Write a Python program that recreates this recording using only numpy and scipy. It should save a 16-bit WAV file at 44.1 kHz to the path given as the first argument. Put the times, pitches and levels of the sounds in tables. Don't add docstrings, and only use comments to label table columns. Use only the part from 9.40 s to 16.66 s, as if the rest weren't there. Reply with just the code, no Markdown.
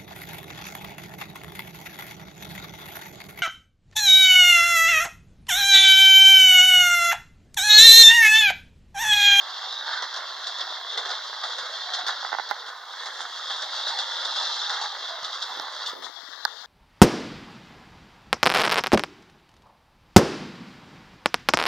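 import sys
import numpy as np
from scipy import signal
from scipy.fft import rfft, irfft, next_fast_len
from scipy.io import wavfile
from scipy.ndimage import uniform_filter1d, map_coordinates

SR = 44100
rng = np.random.default_rng(int(sys.argv[2]) if len(sys.argv) > 2 else 0)


def level_to_linear(level):
    exponent = np.asarray(level, float) / 20
    return 10 ** exponent


def store_pcm(level_fs):
    pcm = np.round(np.clip(level_fs, -1, 1) * 32767).astype(np.int16)
    wavfile.write(sys.argv[1], SR, np.atleast_2d(pcm).T)


N = 320166


def unit(x):
    return x / np.sqrt(np.mean(x ** 2) + 1e-20)


def along(points, hz):
    f, v = np.transpose(points)
    return np.interp(np.log(hz + 1), np.log(f + 1), v)


def curves(rows):
    s, *columns = np.transpose(rows)
    return [np.interp(np.arange(N) / SR, s, column) for column in columns]


def wobble(rate):
    knots = rng.standard_normal(int(N * rate / SR) + 4)
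    return map_coordinates(knots, [np.arange(N) * rate / SR])


def filtered(x, response):
    m = next_fast_len(N + SR // 2)
    return irfft(rfft(x, m) * response(np.fft.rfftfreq(m, 1 / SR)), m)[..., :N]


def onset(t, rise_s):
    return 1 - np.exp(-t / rise_s)


def pan(db):
    return level_to_linear([[db / 2], [-db / 2]])


def place(out, s, sound):
    start = round(s * SR)
    out[..., start:start + sound.shape[-1]] += sound


def ring(modes, t, scatter_db):
    total = 0
    for hz, db, t60 in modes:
        decay = level_to_linear(db + scatter_db * rng.normal() - 60 * t / t60)
        total = total + decay * np.sin(2 * np.pi * hz * t)
    return total


# time in seconds, nearness as wheel rattle in dB, open line of sight in dB.
ROLL = [(0.0, -36, 4), (0.16, -32.5, -2), (0.6, -33.5, -8), (0.8, -35, -3), (1.5, -34.5, -1),
        (1.72, -32.5, 0), (2.14, -32.5, 5.5), (2.75, -32.5, -2.5), (3.09, -36, 1), (3.35, -41, 7),
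        (3.84, -35, 12.5), (4.25, -30, 6.5), (4.85, -29.5, 5), (5.05, -26, 3.5), (5.74, -33.5, 2),
        (6.4, -34.5, 7), (6.67, -38.5, 7), (6.9, -36, 7)]
# frequency in Hz, density in dB per Hz.
TABLE_COLOUR = [(20, -70), (60, -42), (130, -69), (250, -28), (490, -11), (900, -1), (1400, 0),
                (1950, -0.5), (2300, -3.5), (2700, -20), (4000, -120)]
WHEEL_COLOUR = [(1500, -120), (2200, -37), (2750, -6), (3000, -14.5), (3190, -2), (3300, 3), (3510, 4),
                (3740, 0.5), (5150, -8.5), (7000, -23), (9100, -43.5), (15400, -120)]
SIZZLE_COLOUR = [(5000, -14), (6500, 0.5), (7600, -9), (8500, -10), (10000, -21), (12000, -37),
                 (15800, -41)]


def truck():
    wheel_db, sight_db = curves(ROLL)
    table_db = -38 + 0.48 * (wheel_db + 37.5)
    sizzle_db = wheel_db - 29 + sight_db
    clack, knock = rail_blows()
    zing = clack * level_to_linear(-35.5 + 0.72 * sight_db)
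    shake = wobble(14)
    table = np.hypot(level_to_linear(table_db + 0.45 * shake + 0.17 * wobble(0.8)), level_to_linear(-11.5) * knock)
    wheels = np.hypot(level_to_linear(wheel_db + 1.0 * shake + 0.73 * wobble(30)), level_to_linear(-8) * clack)
    sizzle = np.hypot(level_to_linear(sizzle_db + 2.0 * shake), level_to_linear(7.0) * zing)
    sound = table * rattle(TABLE_COLOUR, knocks_db=2.5, patchy_db=1.2, ripple_db=2.3)
    sound += wheels * rattle(WHEEL_COLOUR, knocks_db=1.0, patchy_db=0.8, ripple_db=3.0)
    sound += sizzle * rattle(SIZZLE_COLOUR, knocks_db=3, patchy_db=1.1, ripple_db=1.5)
    return filtered(sound, lambda hz: (1j * hz / (120 + 1j * hz)) ** 2)


# front axle in seconds, rear axle in seconds, front peak in dB, rear peak in dB,
# knock into the table in dB relative to the peak.
JOINTS = [(0.21, 0.32, -30, -30, -4), (0.623, 0.7636, -20, -22.5, -0.5), (1.068, 1.206, -19.5, -25, -5.5),
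          (1.575, 1.703, -17, -23.5, 0.5), (2.034, 2.1839, -21, -23, 2.5), (2.536, 2.683, -16, -21.5, -5.5),
          (3.094, 3.282, -26.5, -32, 2.5), (3.658, 3.805, -24, -23.5, 1), (4.098, 4.22, -22.5, -21.5, 0.5),
          (4.487, 4.587, -24, -16.5, -2.5), (4.849, 4.959, -19.5, -17.5, -2),
          (5.294, 5.413, -18.5, -19.5, 0), (5.843, 6.019, -21, -19.5, -7), (6.461, 6.644, -19, -23.5, -11)]
# time in
# seconds, peak in dB.
EXTRA_HITS = [(0.3865, -30), (0.4678, -27), (0.5247, -26), (1.036, -28), (1.65, -23), (1.694, -25.5),
              (1.8376, -28), (2.0956, -41), (2.2573, -41), (3.262, -29), (3.4655, -59), (4.467, -21.5),
              (4.6972, -47), (5.034, -42), (5.33, -28), (5.439, -28), (5.5214, -41), (5.5962, -37),
              (5.8306, -49), (0.5667, -27), (0.741, -26.5), (1.184, -24), (1.294, -31), (1.872, -30),
              (2.5855, -29), (2.6653, -18), (2.861, -28), (5.1535, -24), (5.682, -27), (5.942, -26),
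              (6.488, -34), (6.622, -26)]


def rail_blows():
    clack, knock = np.zeros((2, N + SR))
    t = np.arange(SR // 3) / SR
    chatter_s, blow_s = 0.012, 0.0046

    def fade(t60):
        ring_out = level_to_linear(-60 * np.maximum(t - chatter_s, 0) / t60)
        return onset(t, 0.0005) * (ring_out + 0.5 * level_to_linear(-60 * t / blow_s))

    blows = [(s, db, 0.5) for s, db in EXTRA_HITS]
    for front, rear, front_db, rear_db, knock_db in JOINTS:
        blows += [(front, front_db, knock_db), (rear, rear_db, knock_db)]
    wheel_fade, table_fade = fade(t60=0.14), fade(t60=0.32)
    for s, db, knock_db in blows:
        place(clack, s, level_to_linear(db) * wheel_fade)
        place(knock, s, level_to_linear(db + knock_db) * table_fade)
    return clack[:N], knock[:N]


# frequency in Hz, left-right likeness from 0 to 1.
ALIKE = [(60, 1), (180, 0.35), (550, 0.98), (1650, 0.95), (4970, 0.7), (15000, 0.092)]


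def rattle(spectrum, knocks_db, patchy_db, ripple_db):
    pair = rng.standard_normal((2, N)) * level_to_linear(knocks_db * wobble(400))
    for size, db, bins, frames in (512, patchy_db, 5, 10), (2048, ripple_db, 2, 8):
        z = signal.stft(pair, nperseg=size)[2]
        field = uniform_filter1d(rng.standard_normal(z.shape[1:]), bins, 0)
        field = uniform_filter1d(field, frames, 1)
        pair = signal.istft(z * level_to_linear(db * unit(field)), nperseg=size)[1][:, :N]

    def spread(hz):
        turn = np.arccos(np.clip(along(ALIKE, hz), -1, 1)) / 2
        return level_to_linear(along(spectrum, hz)) * [np.cos(turn), np.sin(turn)]

    mid, side = filtered(pair, spread)
    return unit(np.array([mid + side, mid - side]))


# time in seconds, peak in dB, thud into the table in dB relative.
STRIKES = [(0.3262, -23, -12), (0.623, -18, -10), (0.7422, -21, -10), (0.7622, -21, -7), (1.067, -22, -10),
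           (1.1852, -23, -7), (1.2116, -18, -14), (1.5758, -16, -13), (1.6914, -24, -3), (1.709, -18, -8),
           (2.0384, -22, -5), (2.1839, -21, -12), (2.5376, -19, -11), (2.6823, -16, -13), (3.0904, -22, 3),
           (3.6581, -25, -7), (3.7963, -24, -8), (4.1036, -23, -9), (4.2224, -20, -13), (4.4832, -13, -16),
           (4.588, -17, -11), (4.6972, -23, -11), (4.8529, -18, -13), (4.999, -19, -12), (5.0704, -21, -13),
           (5.2959, -20, -8), (5.4134, -20, -7), (5.5214, -22, -9), (5.8306, -21, -13), (5.8471, -20, -13),
           (6.0242, -20, -11), (6.4627, -21, -12), (6.6444, -28, -11)]
# frequency in Hz, level in dB, t60 in seconds.
TREAD = [(3450, -3, 0.017), (3710, -0.5, 0.024), (4330, 0, 0.016), (4720, 2.5, .009), (5700, 7, 0.0043),
         (6700, -14, 0.0055), (8800, -22, .008), (10500, -34, .005)]
BOARD = [(780, -2, 0.021), (1080, -12, 0.014), (1440, 0, .022), (1740, 6, .018), (2000, -5, .015)]


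def strikes():
    out, t = np.zeros(N + SR), np.arange(SR // 16) / SR
    for s, db, thud_db in STRIKES:
        warped = t * (1 + 0.05 * rng.normal())
        tread = level_to_linear(-6.5) * onset(t, 0.0004) * ring(TREAD, warped, scatter_db=3)
        board = level_to_linear(-8 + thud_db) * onset(t, 0.001) ** 2 * ring(BOARD, warped, scatter_db=3)
        place(out, s, level_to_linear(db) * (tread + board))
    return out[:N]


# middle in seconds, length in seconds,
# frequency in Hz, width in Hz, level in dB.
SINGING = [(0.371, 0.25, 3750, 225, -29), (0.525, 0.26, 1555, 251.4, -29), (.55, 0.26, 840, 40.2, -61),
           (1.608, 0.17, 430, 57, -44), (2.2, 0.43, 507, 40, -47), (2.58, 0.4, 733, 30.6, -38),
           (4.478, 0.13, 3820, 116.5, -25.5), (4.55, 0.19, 805, 87.5, -37.5),
           (4.747, 0.93, 921, 50.26, -39), (4.802, 0.82, 547, 50.9, -47.5), (5.35, 0.61, 822, 48.4, -41.5),
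           (5.347, 0.2, 1400, 119, -35), (5.747, 0.33, 670, 49.5, -43), (6.113, 0.059, 942, 251, -34),
           (6.236, 0.058, 1004, 257, -32.5)]


def singing():
    out = np.zeros(N + SR)
    for s, length, hz, width_hz, db in SINGING:
        t = np.arange(round(length * SR)) / SR
        flutter = map_coordinates(rng.standard_normal(200), [t * width_hz * 2])
        swell = level_to_linear(db) * np.sin(np.pi * t / length)
        place(out, s - length / 2, swell * flutter * np.sin(2 * np.pi * hz * t))
    return out[:N]


# frequency in Hz, left over right in dB.
LEAN = [(60, 4), (180, -4), (550, -5), (1650, -4), (4970, -0.5), (15000, -1)]
# time in seconds, share covered from 0 to 1.
COVER = [
    (0, 0.06),
    (6.51, 0.1),
    (6.54, 0.33),
    (6.69, 0.76),
    (6.73, 1),
    (7.26, 1),
]
# frequency in Hz, gain in dB.
MUFFLE = [(200, 12), (450, -13), (1200, -20.5), (2000, -12.5), (2900, -50), (4300, -19.5), (5500, -20),
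          (9000, -45)]


def ports(x, lag_s):
    left, right = filtered(x, lambda hz: level_to_linear(along(LEAN, hz) * np.array([[0.5], [-0.5]])))
    right = filtered(right, lambda hz: np.exp(-2j * np.pi * hz * lag_s))
    depth = curves(COVER)[0]
    covered = 0
    for share in (0, 0.5, 1):
        stage = filtered(right, lambda hz: level_to_linear(share * along(MUFFLE, hz)))
        covered = covered + np.clip(1 - abs(depth - share) / 0.5, 0, 1) * stage
    return np.array([left, covered])


# time in seconds, peak in dB, snap in dB relative, left over right in dB.
CREAKS = [(2.829, -14.5, -16, -14), (2.8488, -8, -25, -16), (2.92, -11.5, -18, -12),
          (2.9284, -5, -16, -16.5), (2.94, -10, -15, -13), (2.9489, -6.5, -14, -14),
          (2.9857, -5.5, -15, -11), (2.997, -6, -18, -15), (3.1082, -19, -10, -9),
          (3.1113, -4.5, -9.5, -18), (3.1162, -7, -19, -16), (3.1245, -19, -21, -6), (6.198, -10, 1, -8),
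          (6.22, -20, -9, -6), (6.552, -28, 0, -18), (7.243, -22, -21, -1)]
# frequency in Hz, level in dB, t60 in seconds.
HOLLOW = [(833, -30, 0.091), (889, -15.5, 0.024), (1026, -10, 0.01), (455, -21.5, 0.02)]
SNAP = [(3840, 4, 0.0036), (5070, 8, 0.0021), (11600, -35, 0.002), (14800, -35, 0.002)]
WALL = [(1260, 1, 0.004), (1430, -6, 0.0084), (1750, -18, 0.019), (2030, -22, 0.046)]


def shell():
    out, t = np.zeros((2, N + SR)), np.arange(SR // 16) / SR
    rise = level_to_linear(2.5) * onset(t, 0.00043) ** 2
    for s, db, snap_db, pan_db in CREAKS:
        hollow = rise * ring(HOLLOW, t, scatter_db=1.5)
        snap = level_to_linear(snap_db) * onset(t, 0.0004) ** 2 * ring(SNAP, t, scatter_db=1.5)
        wall = rise * ring(WALL, t, scatter_db=1.5) + snap
        place(out, s, level_to_linear(db) * (hollow * pan(pan_db) + wall * pan(0.55 * pan_db)))
    return out[:, :N]


# time in seconds, peak in dB, left over right in dB.
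BUTTON = (7.0512, -7, -5)
# frequency in Hz, level in dB, t60 in seconds.
CLICK = [(4650, 6.5, 0.0028), (3800, -10, 0.008), (4360, -11, 0.012), (6460, -14, 0.0037)]
TICK = [(9350, -19, 0.002), (11800, -10, 0.002), (14300, -11, 0.002)]
SEAT = [(880, -1, 0.031), (1240, -4, 0.024), (1564, -0.5, 0.037), (1672, -2, 0.037)]


def button():
    s, db, pan_db = BUTTON
    out, edge = np.zeros((2, N + SR))
    t = np.arange(SR // 16) / SR

    def past(when):
        return 1 / (1 + np.exp(np.clip((when - t) / 0.0003, -50, 50)))

    place(out, s, onset(t, 0.0004) ** 2 * level_to_linear(db + 9) * ring(CLICK, t, 0))
    place(edge, s, onset(t, 0.0003) ** 2 * level_to_linear(db + 9) * ring(TICK, t, 0))
    damped_db = 0
    held = level_to_linear(damped_db * past(0.0044)) * (1 - past(0.0076))
    place(out, s + 0.0005, onset(t, 0.00071) * level_to_linear(db - 3.0) * held * ring(SEAT, t, 0))
    left = np.roll(out + level_to_linear(-9) * edge, shift=2)
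    return np.array([left[:N], (out + edge)[:N]]) * pan(pan_db)


# time in seconds, peak in dB, pitch in Hz, left over right in dB.
BUMPS = [(.08, -58, 120, 1), (.34, -51, 90, -1), (0.642, -48, 130, -5), (1.055, -51, 140, -3),
         (2.226, -42, 200, -4), (1.57, -63, 100, -4), (2.531, -51, 130, -4), (2.635, -32, 368, -14),
         (3.11, -29, 308, -13), (4.577, -50, 100, 2), (5.825, -38, 130, -3), (6.105, -40, 256, -9),
         (6.198, -38, 260, -11), (6.221, -49, 200, -4), (6.243, -47, 220, -4), (6.533, -26, 453, -25),
         (6.579, -43, 280, -18), (6.695, -36, 360, -14), (6.833, -41, 264, -15), (6.887, -37, 295, -16),
         (7.041, -51, 200, -14), (7.211, -48, 220, -11)]
# time in seconds, level in dB.
RUB = [(6.05, -68.5), (6.2, -43), (6.3, -63), (6.44, -62), (6.48, -59), (6.55, -47), (6.7, -47.5),
       (6.73, -97), (7.2, -90)]
# frequency in Hz, density in dB per Hz.
SKIN = [(60, -25), (300, -3), (600, 0), (1200, -8), (2400, -30), (4000, -28), (8000, -42), (15000, -44)]


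def fingers():
    out, t = np.zeros((2, N + SR)), np.arange(SR // 8) / SR
    for s, db, hz, pan_db in BUMPS:
        decay = level_to_linear(-60 * t * hz / 3.5)
        push = onset(t, 0.0025) * decay * np.sin(2 * np.pi * hz * t)
        place(out, s, level_to_linear(db + 3.5) * push * pan(pan_db))
    grip = level_to_linear(2.5 * wobble(80))
    drag = unit(filtered(rng.standard_normal((2, N)) * grip, lambda hz: level_to_linear(along(SKIN, hz))))
    return out[:, :N] + level_to_linear(curves(RUB)[0]) * drag * level_to_linear([[-5.5], [3]])


# middle in seconds, length in seconds, level in dB, left over right in dB.
SCUFFS = [
    (2.685, .04, -54, -4),
    (3.111, 0.015, -52, -17),
    (6.1, .12, -60, 1),
    (6.203, 0.057, -56, 0),
    (6.482, 0.047, -54, -2),
    (6.56, 0.14, -61, 1),
    (6.65, 0.065, -66, -3),
]


def scuffs():
    swell = np.zeros((2, N))
    for s, length, db, pan_db in SCUFFS:
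        bump = np.exp(-0.5 * ((np.arange(N) / SR - s) / (length / 3)) ** 2)
        swell += level_to_linear(db) * bump * pan(pan_db)
    grit = rng.standard_normal((2, N)) * level_to_linear(4.5 * wobble(260))
    return swell * unit(filtered(grit, lambda hz: 1 / (1 + (8500 / (hz + 1)) ** 6)))


# frequency in Hz, t60 in seconds.
ROOM = [(300, 1), (2000, 0.72), (10000, 0.07)]


def room(x):
    hz, t, z = signal.stft(rng.standard_normal((2, SR // 2)), SR, nperseg=256)
    decay = level_to_linear(-60 * t / along(ROOM, hz)[:, None])
    tail = signal.istft(z * decay, SR, nperseg=256)[1]
    return signal.fftconvolve(x, tail / np.linalg.norm(tail[0]), axes=1)[:, :N]


# frequency in Hz, density in dB per Hz.
HISS = [(30, 10), (90, 3.5), (300, -3), (3000, -23), (8000, -24), (9200, -4.5), (11700, -3.5), (15800, -2)]


def self_noise():
    shared, left, right = rng.standard_normal((3, N))
    pair = np.array([0.68 * shared + left, 0.77 * shared + right])
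    return unit(filtered(pair, lambda hz: level_to_linear(along(HISS, hz))))


# frequency in Hz, width in Hz, depth in dB.
NOTCHES = [(2386, 1640, -23), (8060, 540, -10)]


def capsule(hz, low_hz, top_hz):
    response = (1j * hz / (low_hz + 1j * hz)) ** 2
    for centre_hz, width_hz, db in NOTCHES:
        gap = centre_hz ** 2 - hz ** 2
        response = response * (gap + 1j * hz * width_hz * level_to_linear(db)) / (gap + 1j * hz * width_hz)
    return response * (hz < top_hz)


def scene():
    creaks = shell()
    handling = creaks + level_to_linear(-27) * room(creaks) + button()
    handling = filtered(handling, lambda hz: (1j * hz / (550 + 1j * hz)) ** 2)
    track = ports(truck() + singing() + strikes(), lag_s=2.5e-5)
    return track + handling + fingers() + scuffs()


def low_pass(x):
    return signal.sosfilt(signal.butter(12, 16830, fs=SR, output="sos"), x)


def record(dry):
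    noisy = dry + level_to_linear(-66.0) * self_noise()
    heard = filtered(noisy, lambda hz: capsule(hz, low_hz=200, top_hz=15800))
    return low_pass(heard)


dry = scene()
out = record(dry)
store_pcm(out)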